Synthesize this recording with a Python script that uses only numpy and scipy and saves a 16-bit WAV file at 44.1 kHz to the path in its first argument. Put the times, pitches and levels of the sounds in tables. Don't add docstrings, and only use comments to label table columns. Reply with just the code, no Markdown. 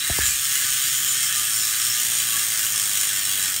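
import sys
import numpy as np
from scipy import signal
from scipy.fft import rfft, irfft
from scipy.io import wavfile

SR = 44100
rng = np.random.default_rng(int(sys.argv[2]) if len(sys.argv) > 2 else 0)


def volts_from_db(level):
    exponent = np.asarray(level, float) / 20
    return 10 ** exponent


def waveform_to_disk(signal):
    frames = np.transpose(np.atleast_2d(signal))
    scaled = np.clip(frames, -1, 1) * 32767
    samples = np.round(scaled).astype(np.int16)
    wavfile.write(sys.argv[1], SR, samples)


N = 158760

# (time [s], teeth passed [1/s])
WHEEL_SPEED = [(0.0, 137.12), (0.157, 139.74), (0.313, 136.15), (0.47, 139.26), (0.626, 133.53),
               (0.783, 132.86), (0.939, 135.16), (1.096, 132.78), (1.252, 128.77), (1.409, 107.65),
               (1.565, 110.79), (1.722, 105.65), (1.878, 123.03), (2.035, 118.32), (2.191, 118.61),
               (2.348, 111.96), (2.504, 110.14), (2.661, 109.32), (2.817, 103.59), (2.974, 101.69),
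               (3.13, 100.37), (3.287, 97.62), (3.443, 96.62), (3.6, 92.91)]
# (time [s], level [dB], short spokes facing the phone [dB],
# shell facing the phone [dB], ticks through the hand [dB])
BUZZ_BALANCE = [(0, -27.5, 12.5, -8, -36), (.06, -23, 2, -2.5, -70), (.2, -22.5, -2, -1, -46),
                (.28, -23.5, 0.5, 0, -58), (.35, -24, 0, 1, -51), (.7, -22.5, -2, 0.5, -41),
                (.95, -23, 0.5, 0.5, -44), (1.3, -22.5, -4.5, -0.5, -36), (1.55, -21.5, -2, 1, -43),
                (1.62, -22.5, -1.5, 0.5, -31), (1.75, -22, -1.5, 0, -45), (2.1, -23, -1, 1, -27),
                (2.45, -22, -2.5, -0.5, -31), (2.7, -22, -2, 0.5, -31), (3.0, -22.5, -1, 0, -27),
                (3.3, -22.5, 0, 0.5, -28.5), (3.5, -21, -2.5, -1, -32), (3.6, -28.5, 4.5, 2, -25)]
# (time [s], peak
# level [dB])
HARD_DROPS = [(0.0533, -20), (0.0743, -11.5), (0.1177, -18), (0.1825, -15), (0.2179, -12.5), (0.2579, -10),
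              (0.3701, -19), (0.4524, -12), (0.4799, -17), (0.5537, -10), (0.6749, -30), (0.7238, -10.5),
              (0.9732, -22), (1.0171, -22), (1.2042, -14), (1.2287, -12), (1.3758, -18), (1.4861, -26),
              (1.505, -16), (1.6512, -14), (2.0832, -19), (2.1835, -13), (2.2508, -18.5), (2.2867, -14),
              (2.3222, -16), (2.3301, -13.5), (2.3656, -12), (2.385, -14), (2.3955, -11.5), (2.4928, -29),
              (2.5921, -12), (2.6848, -22), (2.7392, -17), (2.7577, -10.5), (2.7876, -21), (2.7961, -12.5),
              (2.8345, -15), (2.854, -15), (2.8739, -13), (2.9038, -16), (2.9133, -13.5), (2.9328, -14),
              (2.9727, -11), (3.0011, -13), (3.0126, -10), (3.0505, -13.5), (3.0705, -14), (3.0904, -14),
              (3.1104, -19), (3.1588, -12.5), (3.2516, -12.5), (3.2925, -14), (3.3743, -15), (3.3957, -15),
              (3.4157, -17), (3.4257, -13), (3.5494, -22), (3.5623, -8.5)]
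# (frequency [Hz], width [Hz], level [dB])
SPOKE_MODES = [(1136, 3.1, -3), (1216, 9.3, -5), (1326, 54, -9.5), (1512, 34, -5.5), (1684, 90, -5.5),
               (1826, 59, -6.5), (2051, 60, -7), (2450, 26, -8.5), (2854, 31, -0.5), (3104, 136, -4.5),
               (3273, 230, -2), (3559, 21, -0.5), (3918, 49, 1.5), (4323, 15, -2)]
# (frequency [Hz], width [Hz], level [dB])
SHELL_MODES = [(4544, 80, -8), (4713, 40, -3), (5350, 54, 2), (5700, 156, -2), (6310, 290, -6),
               (6510, 250, -3), (6755, 86, -7), (6980, 160, 3.5), (7320, 57, 2.5), (7840, 160, 0),
               (8500, 240, 0), (8640, 38, -17), (9240, 85, 3), (6200, 94, -29)]
# (frequency [Hz], width [Hz], level [dB])
PAWL_MODES = [(9650, 400, -4), (11400, 600, -5), (12100, 350, -1), (12750, 450, -3), (13550, 650, 0),
              (14800, 600, -2), (15550, 600, 0)]
# (time [s], length
# [s], frequency [Hz], level [dB])
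FLARES = [(.03, 0.13, 3100, -24), (0.033, .1, 5350, -7), (0.078, 0.12, 1340, 2), (.1, 0.2, 1750, 4.5),
          (0.154, 0.22, 2200, 15), (0.22, 0.059, 1730, 10.5), (0.253, 0.088, 7370, 10.5),
          (0.265, 0.086, 8250, 5), (0.32, 0.066, 2450, 19), (0.397, .15, 1500, -2), (0.557, 0.11, 2050, 9),
          (0.61, 0.17, 1700, 6), (0.878, 0.57, 3150, 3), (0.938, .1, 5350, 0), (1.074, 0.13, 7000, 4.5),
          (1.253, 0.077, 5350, 4), (1.3, 0.3, 3070, 8.5), (1.42, 0.2, 1280, 10), (1.622, 0.068, 5350, 14),
          (1.617, 0.066, 7000, 7.5), (1.626, 0.069, 8700, 3), (1.78, .15, 1290, 7), (1.86, 0.17, 5350, 5),
          (1.875, 0.11, 3130, 1), (1.965, 0.041, 1750, 5), (2.146, .1, 5350, -6), (2.202, 0.25, 3100, 4),
          (2.34, 0.27, 1110, 8), (2.55, 0.097, 2200, 5), (2.627, .1, 1560, 11), (2.747, .2, 1120, 8),
          (3.032, .15, 3240, 0), (3.178, 0.044, 1800, 14.5), (3.325, .12, 1120, 7), (3.35, .1, 5350, -7),
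          (3.446, .1, 1750, 4), (3.46, .08, 5350, 4)]
# (frequency [Hz], density [dB per Hz])
SNAP_SPECTRUM = [(700, -16.5), (1300, -8.5), (2600, 3), (4500, -4.5), (7500, 4.5), (9300, 12), (10300, -22),
                 (16000, 3)]
# (time [s], rumble level [dB], air level [dB])
HANDLING = [(0.0, -63, -7), (0.12, -50, 3), (0.22, -33.5, -1), (.38, -50, -8), (.5, -54, -3.5),
            (0.71, -75, -3), (1.28, -68, -1.5), (1.53, -67, -2.5), (2.26, -64, -2), (2.6, -71, -3),
            (3.1, -61, -2), (3.6, -58, -0.5)]
# (frequency [Hz], density [dB per Hz])
AIR_SPECTRUM = [(15, -21), (30, -22), (128, -1.5), (220, -10.5), (284, -11), (487, -17.5), (900, -12),
                (1170, -65)]
# (frequency [Hz], rms level [dB])
MAINS_HUM = [
    (119.5, -58),
    (274.5, -63.5),
]
# (time [s], crack level [dB], crack frequency [Hz],
# thump level [dB], thump frequency [Hz])
KNOCKS = [(.0990, -21.5, 690, -12.5, 74), (0.1015, -15.5, 284, -45, 67.5), (0.1873, -14.5, 870, -47, 75.4),
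          (0.1889, -13, 340, -23, 72), (0.216, -29, 307, -28, 68), (.245, -57, 300, -35, 65),
          (0.271, -51, 300, -28, 80), (0.3, -44, 200, -40, 90), (.33, -55, 250, -36, 65),
          (.645, -27, 220, -33, 120), (0.702, -55, 200, -33, 65), (.875, -33, 280, -38, 70),
          (1.611, -34, 400, -42, 150), (2.07, -35, 260, -38, 65), (2.199, -42, 300, -41, 62),
          (3.39, -30, 605, -49, 90)]

TEETH, FIRST_TOOTH = 36, 0.52
SCATTER_MS, CLICK_SPREAD_DB, STEP_PER_DB = 1.5, 1.5, 0.0953
PLAIN_DROP_DB, HARD_SHARE = -17.5, 0.9
STRIKE_SMEAR_MS, MODE_SPREAD_DB, SWAY_DB, FLARE_OCTAVES = 0.25, 2.5, 2, 0.092
SNAP_DB, SPOKES_DB, LONG_SPOKES_DB, SHELL_DB, PAWLS_DB = -6, -10.5, -4.5, -6, -9
RATTLE_S, RATTLE_DB, EDGE_HZ, EDGE_DB, LOWEST_RING_HZ = 0.0057, -1, 9360, -17, 1085
PUSH_DB, PUSH_HZ, TICK_HZ, LOW_TICK_HZ, LOW_TICK_DB = -31, 99, 740, 280, -19.5
TICK_STEP_DB, TICK_SPREAD_DB, TICK_LAG_MS = 0.9, 1.3, 1.2
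AIR_DB, ROOM_T60_S, ROOM_DB, ROOM_CHANGE_S = -49.5, 0.39, -0.5, 0.04
CRACK_T60_S, THUMP_T60_S = 0.0078, 0.04
CASE_HZ, CASE_DB, CASE_T60_S = 690, -28.5, 0.06


def rms_one(x):
    return x / np.sqrt(np.mean(x ** 2) + 1e-20)


def in_time(rows):
    s, *columns = np.transpose(rows)
    return [np.interp(np.arange(N) / SR, s, c) for c in columns]


def colour(x, points):
    hz, db = np.transpose(points)
    size = 4096
    bin_hz = np.arange(size // 2 + 1) * SR / size
    log_gain = np.interp(np.log(bin_hz + 1), np.log(hz), db) * np.log(10) / 20
    cepstrum = irfft(log_gain)
    cepstrum[1:size // 2] *= 2
    cepstrum[size // 2 + 1:] = 0
    return signal.fftconvolve(x, irfft(np.exp(rfft(cepstrum))))[:N]


def resonance(x, hz, width):
    r = np.exp(-np.pi * width / SR)
    poles = [1, -2 * r * np.cos(2 * np.pi * hz / SR), r * r]
    return signal.lfilter([(1 - r * r) / 2, 0, (r * r - 1) / 2], poles, x)


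def ring(clicks, hz, t60):
    r, w = volts_from_db(-60 / (t60 * SR)), 2 * np.pi * hz / SR
    return signal.lfilter([0, np.sin(w)], [1, -2 * r * np.cos(w), r * r], clicks + 1e-18)


def train(at, size):
    return np.bincount(at, size, N) + 1e-18


def drops():
    teeth = np.cumsum(in_time(WHEEL_SPEED)[0]) / SR + FIRST_TOOTH
    at = np.flatnonzero(np.diff(np.floor(teeth)) > 0)
    draw = rng.standard_normal((len(at), 2, 3))
    late = np.abs(draw[:, 0]) * SCATTER_MS * [0.1, 1, 2] * SR / 1000
    tooth = np.arange(len(at))[:, None] + 0 * late
    step_db = STEP_PER_DB * np.maximum(in_time(BUZZ_BALANCE)[3] + 50, 0)
    db = CLICK_SPREAD_DB * draw[:, 1] + step_db[at, None] * (-1) ** tooth + [0, -3.0, -6.0]
    hard_s, hard_db = np.transpose(HARD_DROPS)
    nearest = np.abs(at[:, None] - hard_s * SR).argmin(axis=0)
    db[nearest, 0] = HARD_SHARE * (hard_db - PLAIN_DROP_DB)
    when = np.clip(at[:, None] + late, 0, N - 1).astype(int)
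    return when.ravel(), tooth.ravel(), volts_from_db(db).ravel()


def flare_db(hz, s):
    at, length, centre_hz, db = np.transpose(FLARES)[:, :, None]
    time_off = 2 * (s - at) / length
    pitch_off = np.log2(hz / centre_hz) / FLARE_OCTAVES
    return np.sum(db * np.exp(-time_off ** 2 - pitch_off ** 2), axis=0)


def body(modes, at, tooth, size, shake):
    out, noise = 0, rng.standard_normal(N)
    for hz, width, db in modes:
        spread, sign, smear = rng.standard_normal((3, len(at)))
        turns = tooth / TEETH * rng.integers(1, 4) + rng.random()
        swing_db = SWAY_DB * np.cos(2 * np.pi * turns) + flare_db(hz, at / SR)
        gain = volts_from_db(db + np.interp(np.arange(N), at[::3], swing_db[::3]))
        when = np.clip(at + np.abs(smear) * STRIKE_SMEAR_MS * SR / 1000, 0, N - 1).astype(int)
        strike = train(when, size * volts_from_db(MODE_SPREAD_DB * spread) * np.sign(sign))
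        out = out + gain * resonance(strike + shake * noise, hz, width)
    return rms_one(out)


def pawl_snap(at, size, clicks, shake):
    snap = rms_one(colour(clicks + shake * rng.standard_normal(N), SNAP_SPECTRUM))
    edge = rms_one(resonance(train(at[::3], size[::3] ** 2), EDGE_HZ, 1500.0))
    return volts_from_db(SNAP_DB) * snap + volts_from_db(EDGE_DB) * edge


def through_hand(at, tooth, tick_db):
    spread_db = TICK_SPREAD_DB * rng.standard_normal(len(at) // 3)
    first = train(at[::3], volts_from_db(TICK_STEP_DB * (-1) ** tooth[::3] + spread_db))
    first = np.roll(first, int(TICK_LAG_MS * SR / 1000))
    push = rms_one(resonance(first ** 0.5, PUSH_HZ, 49.0))
    low_tick = volts_from_db(LOW_TICK_DB) * resonance(first, LOW_TICK_HZ, 210.0)
    tick = rms_one(resonance(first, TICK_HZ, 880.0) + low_tick)
    return volts_from_db(PUSH_DB) * push - volts_from_db(tick_db + 1.5) * tick


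def freehub():
    at, tooth, size = drops()
    size = size / np.sqrt(np.sum(size ** 2) / N)
    clicks = train(at, size)
    fade = np.exp(-1 / (RATTLE_S * SR))
    shake = volts_from_db(RATTLE_DB) * rms_one(signal.lfilter([1], [1, -fade], clicks))
    level_db, short_db, facing_db, tick_db = in_time(BUZZ_BALANCE)
    hits = at, tooth, size, shake

    snap = pawl_snap(at, size, clicks, shake)
    bright = volts_from_db(SHELL_DB) * body(SHELL_MODES, *hits) + volts_from_db(PAWLS_DB) * body(PAWL_MODES, *hits)
    spokes = volts_from_db(LONG_SPOKES_DB - facing_db) * body(SPOKE_MODES[:7], *hits)
    spokes = spokes + volts_from_db(short_db) * body(SPOKE_MODES[7:], *hits)
    buzz = snap + volts_from_db(SPOKES_DB) * spokes + volts_from_db(facing_db) * bright
    low_cut = signal.butter(10, LOWEST_RING_HZ, "high", fs=SR, output="sos")
    buzz = signal.sosfilt(low_cut, buzz)
    return volts_from_db(level_db) * buzz, volts_from_db(level_db) * through_hand(at, tooth, tick_db)


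def room(x):
    t = np.arange(SR // 3) / SR
    shape = volts_from_db(-60 * t / ROOM_T60_S) * (t > 0.003)
    span = (np.arange(N) / (ROOM_CHANGE_S * SR)).astype(int)
    pattern = rng.integers(0, 12, 400)[span]
    tails = rng.standard_normal((12, len(t))) * shape / np.sqrt(np.sum(shape ** 2))
    echo = sum(signal.fftconvolve(x * (pattern == k), tail) for k, tail in enumerate(tails))
    echo[:len(t) - 1] += 1.4 * echo[N:]
    return echo[:N]


def background():
    rumble_db, air_db = in_time(HANDLING)
    air = volts_from_db(AIR_DB + air_db) * rms_one(colour(rng.standard_normal(N), AIR_SPECTRUM))
    lumps = resonance(resonance(rng.standard_normal(N), 50, 62.0), 50, 62.0)
    rumble = volts_from_db(rumble_db) * rms_one(lumps)
    hum = sum(volts_from_db(db) * rms_one(resonance(rng.standard_normal(N), hz, 4.3)) for hz, db in MAINS_HUM)
    return air + rumble + hum


def knocks():
    out = np.zeros(N)
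    for s, crack_db, crack_hz, thump_db, thump_hz in KNOCKS:
        click = train([int(s * SR)], [1.0])
        out -= volts_from_db(crack_db) * ring(click, crack_hz, CRACK_T60_S)
        out -= volts_from_db(thump_db) * ring(np.roll(click, 300), thump_hz, THUMP_T60_S)
    first = train([int(KNOCKS[0][0] * SR)], [1.0])
    return out - volts_from_db(CASE_DB) * ring(first, CASE_HZ, CASE_T60_S)


def scene():
    buzz, push = freehub()
    return (buzz + volts_from_db(ROOM_DB) * room(buzz) + push + knocks() + background())[None]


def band_limit(x):
    return signal.sosfilt(signal.butter(12, 15730, fs=SR, output="sos"), x)


def record(dry):
    low_cut = signal.butter(3, 45, "high", fs=SR, output="sos")
    top_cut = signal.ellip(14, 0.3, 90, 15730, fs=SR, output="sos")
    mix = signal.sosfilt(top_cut, signal.sosfilt(low_cut, dry))
    return band_limit(mix)


dry = scene()
out = record(dry)
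waveform_to_disk(out)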